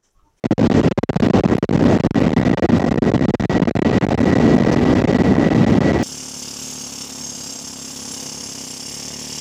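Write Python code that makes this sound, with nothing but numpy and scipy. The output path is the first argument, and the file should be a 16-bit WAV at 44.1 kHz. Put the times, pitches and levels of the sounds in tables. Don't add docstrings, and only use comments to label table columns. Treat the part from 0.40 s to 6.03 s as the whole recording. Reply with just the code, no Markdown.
import sys
import numpy as np
from scipy import signal
from scipy.fft import rfft, irfft
from scipy.io import wavfile

SR = 44100
rng = np.random.default_rng(int(sys.argv[2]) if len(sys.argv) > 2 else 0)


def amplitude_ratio(level_db):
    exponent = np.asarray(level_db, float) / 20
    return 10 ** exponent


def wav_record(signal):
    frames = np.transpose(np.atleast_2d(signal))
    bounded = np.clip(frames, -1, 1)
    quanta = np.round(bounded * 32767).astype(np.int16)
    wavfile.write(sys.argv[1], SR, quanta)


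N = 248283

# t/s, fan whine f/Hz, whine level/dB, roar level/dB
ENGINES = [
    (0, 1908, -39.5, -7.5),
    (1.2, 1916, -37.5, -7.5),
    (2, 1937, -33, -8),
    (2.8, 1924, -37, -9.5),
    (3.601, 1940, -34, -8.5),
    (4.401, 1942, -32.5, -8.5),
    (5, 1945, -33, -8.5),
    (5.63, 1947, -32, -8.5),
]
# f/Hz, density/dB per Hz
ROAR_SPECTRUM = [(20, 8.5), (60, 17.5), (120, 5), (240, 4), (320, -2), (420, -7), (780, -16), (980, -23),
                 (1700, -29), (2500, -32), (5700, -42.5), (7700, -51), (9400, -84.5), (16000, -77.5)]
# t/s, peak level/dB, f/Hz, t60/s
PANEL_TICKS = [
    (.6346, -40, 10500, .0045),
    (1.1818, -39, 10500, .012),
    (4.3225, -26, 5860, .014),
    (4.327, -30, 5000, .12),
]
# t/s, length/ms
GUSTS = [(0, 38), (0.0662, 43), (0.1312, 47), (0.2747, 23.6), (.4866, 24.2), (0.5241, 51.4),
         (.59, 41.1), (.6375, 54), (.7041, 27.5), (0.7711, 27.5), (.909, 25.3), (1.0087, 26.7),
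         (1.1863, 40), (1.2508, 40.6), (1.6099, 25.7), (1.6725, 36), (1.7116, 33.5), (1.9373, 25.3),
         (2.145, 27.5), (2.1972, 25.4), (2.2624, 26.5), (2.588, 32.5), (2.8565, 25.6), (2.9078, 31),
         (2.9535, 43.5), (3.056, 39.5), (3.3118, 39.4), (3.3951, 22.9), (3.5839, 27), (3.7527, 23.5),
         (.0421, 9), (.4153, 15.6), (0.8051, 17.2), (1.0626, 14.2), (1.14, 9.07), (1.7464, 9),
               (2.0349, 15), (2.3084, 9.7), (2.4909, 18), (2.702, 14.3), (2.7199, 17), (3.2951, 14.5),
               (3.374, 15.4), (3.428, 19.3), (3.6516, 15.1), (3.6683, 17.3), (3.9393, 13.8), (4.3043, 9),
               (4.3473, 12.7), (4.4424, 8.8), (4.539, 12), (4.6228, 16.6), (4.6547, 19.2), (4.7728, 12.5),
               (4.8229, 8), (5.0887, 14), (5.138, 9), (5.2491, 14.6), (5.3872, 18.2), (5.5203, 10)]
# t/s, bounces/count, spacing/ms, length/ms
CHATTER = [(0.1846, 3, 18, 7.4), (.304, 2, 27, 8.5), (0.732, 2, 12, 11.4), (0.8728, 2, 14, 11.5),
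           (1.078, 3, 12.3, 6.9), (1.1549, 2, 14.5, 12), (1.2325, 2, 11.5, 5.8), (1.294, 2, 19, 13),
           (1.3635, 2, 17.2, 11), (1.4153, 3, 29, 6.46), (1.576, 2, 11.3, 10.15), (1.796, 3, 29.8, 7.1),
           (1.882, 4, 12.8, 10), (1.989, 3, 15, 8.2), (2.0833, 3, 18.2, 10), (2.385, 4, 22.3, 10.8),
           (2.5276, 3, 16.3, 14.1), (2.6334, 3, 10.3, 6.1), (2.764, 3, 15.5, 13.9), (3.012, 2, 14.2, 10.5),
           (3.1825, 2, 20.2, 15), (3.2358, 2, 20.4, 17.2), (3.501, 2, 17, 8.6), (3.6944, 2, 38.5, 9.9),
           (3.794, 3, 25.6, 9.2), (3.974, 2, 15.2, 8.3), (4.1533, 3, 18.4, 8.5), (4.2124, 4, 13.5, 7.8),
           (4.718, 2, 18.4, 8.2), (4.9432, 4, 14.7, 7.2)]

BRIGHTNESS_DB_PER_OCT = 2.36
WHINE_SKIRT_HZ, WHINE_SKIRT_DB = 193, -6
CORE_HZ, CORE_WIDTH_HZ, CORE_DB = 7875, 60., -72
FLUTTER_EVERY_S, FLUTTER_LONGEST_MS = .017, 6
FLUTTER_MS, FLUTTER_FADE_MS_PER_S = 3.6, .3
REBOUND_MS = 4
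GRAZE_SPREADS = 1.9
SWING_PER_S = 60.
SELF_NOISE_DB = -88.5
PORT_CUT_HZ, WIND_CUT_HZ, RUMBLE_CUT_HZ = 212, 130, 30.5
CROSSOVER_HZ, CROSSOVER_WIDTH_HZ = 4000, 130
CUTOFF_HZ = 15950


def rms_one(x):
    return x / np.sqrt(np.mean(x ** 2) + 1e-20)


def drift(rate_hz):
    r = np.exp(-2 * np.pi * rate_hz / SR)
    noise = rng.standard_normal(N + SR)
    settled = signal.lfilter([1], [1, -2 * r, r * r], noise)[SR:]
    return rms_one(settled)


def resonance(x, hz, width_hz):
    r = np.exp(-np.pi * width_hz / SR)
    zeros = np.array([1, 0, -1]) * (1 - r * r) / 2
    poles = [1, -2 * r * np.cos(2 * np.pi * hz / SR), r * r]
    return signal.lfilter(zeros, poles, x)


def low_cut(x, hz, order):
    return signal.sosfilt(signal.butter(order, hz, "high", fs=SR, output="sos"), x)


def roar(level_db):
    hz = np.maximum(np.fft.rfftfreq(N, 1 / SR), 10)
    knots_hz, knots_db = np.transpose(ROAR_SPECTRUM)
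    colour_db = np.interp(np.log(hz), np.log(knots_hz), knots_db)
    spectrum = rfft(rng.standard_normal(N)) * amplitude_ratio(colour_db) * (hz > 15)
    octave = np.clip(np.log2(hz / 250), -3, 6)
    together = drift(9.0)
    out = np.zeros(N)
    for k in range(-3, 7):
        share = np.clip(1 - np.abs(octave - k), 0, 1)
        flicker_db = 0.66 * together + 1.38 * drift(10.6)
        bright_db = BRIGHTNESS_DB_PER_OCT * max(k - 4, 0)
        out += amplitude_ratio(flicker_db + bright_db) * irfft(spectrum * share, N)
    audible = irfft(spectrum * (hz > 150), N)
    return amplitude_ratio(level_db) * out / audible.std()


def whine(pitch_hz, level_db):
    phase = 2 * np.pi * np.cumsum(pitch_hz + 1.9 * drift(5.3)) / SR
    tone = np.sqrt(2) * np.sin(phase) * amplitude_ratio(2.5 * drift(18.0))
    skirt = rms_one(resonance(rng.standard_normal(N), np.mean(pitch_hz), WHINE_SKIRT_HZ))
    core = resonance(rng.standard_normal(N), CORE_HZ, CORE_WIDTH_HZ)
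    core = rms_one(resonance(core, CORE_HZ, CORE_WIDTH_HZ))
    fan = tone + amplitude_ratio(WHINE_SKIRT_DB) * skirt
    return amplitude_ratio(level_db) * fan + amplitude_ratio(CORE_DB) * core


def ticks():
    out = np.zeros(N)
    age_s = np.arange(SR // 20) / SR
    for t_s, peak_db, hz, t60_s in PANEL_TICKS:
        burst = resonance(rng.standard_normal(len(age_s)), hz, hz * 0.31)
        burst = rms_one(resonance(burst, hz, hz * 0.31))
        at = round(t_s * SR)
        out[at:at + len(age_s)] += burst * amplitude_ratio(peak_db - 60 * age_s / t60_s)
    return out


def scene():
    t_s, *columns = np.transpose(ENGINES)
    pitch_hz, whine_db, roar_db = [np.interp(np.arange(N) / SR, t_s, c) for c in columns]
    return (roar(roar_db) + whine(pitch_hz, whine_db) + ticks())[None]


def stops():
    bounces = []
    for t_s, count, spacing_ms, length_ms in CHATTER:
        for k in range(round(count)):
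            bounces.append((t_s + k * spacing_ms / 1000, length_ms))
    gusts = np.vstack([GUSTS, bounces]).astype(float)
    chance = rng.random((int(N / SR / FLUTTER_EVERY_S), 2))
    t_s = (np.arange(len(chance)) + chance[:, 0]) * FLUTTER_EVERY_S
    mean_ms = FLUTTER_MS - FLUTTER_FADE_MS_PER_S * t_s
    length_ms = np.minimum(1 - mean_ms * np.log(1 - chance[:, 1]), FLUTTER_LONGEST_MS)
    since_ms = (t_s[:, None] - gusts[:, 0]) * 1000
    overlaps = (since_ms > -length_ms[:, None]) & (since_ms < gusts[:, 1] + REBOUND_MS)
    clear = ~np.any(overlaps, axis=1)
    return np.vstack([gusts, np.transpose([t_s, length_ms])[clear]])


def overload(x):
    crests = low_cut(x, 90., order=1)
    free = np.abs(crests) < GRAZE_SPREADS * crests.std()
    for t_s, length_ms in stops():
        free[round(t_s * SR):round((t_s + length_ms / 1000) * SR)] = False
    edges = np.flatnonzero(np.diff(free, prepend=False, append=False)).reshape(-1, 2)
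    swing, side = np.zeros(N), np.sign(drift(6.0))
    for start, end in edges:
        swing[start:end] = side[start] * np.linspace(1, -1, end - start)
    slope = np.diff(x, prepend=0) + swing * SWING_PER_S / SR
    return np.cumsum(slope * free)


def self_noise():
    return amplitude_ratio(SELF_NOISE_DB) * signal.lfilter([1], [1, -.9], rng.standard_normal(N))


def band_limit(x):
    return signal.sosfilt(signal.butter(12, 18000, fs=SR, output="sos"), x)


def record(dry):
    x = overload(dry[0]) + self_noise()
    x = low_cut(x, PORT_CUT_HZ, order=1)
    x = low_cut(x, WIND_CUT_HZ, order=2)
    x = x - 2 * resonance(x, CROSSOVER_HZ, CROSSOVER_WIDTH_HZ)
    x = 1.056 * np.tanh(x / 1.03)
    x = low_cut(x, RUMBLE_CUT_HZ, order=6)
    x = signal.sosfilt(signal.ellip(10, .5, 40, CUTOFF_HZ, fs=SR, output="sos"), x)
    return band_limit(x[None])


dry = scene()
out = record(dry)
wav_record(out)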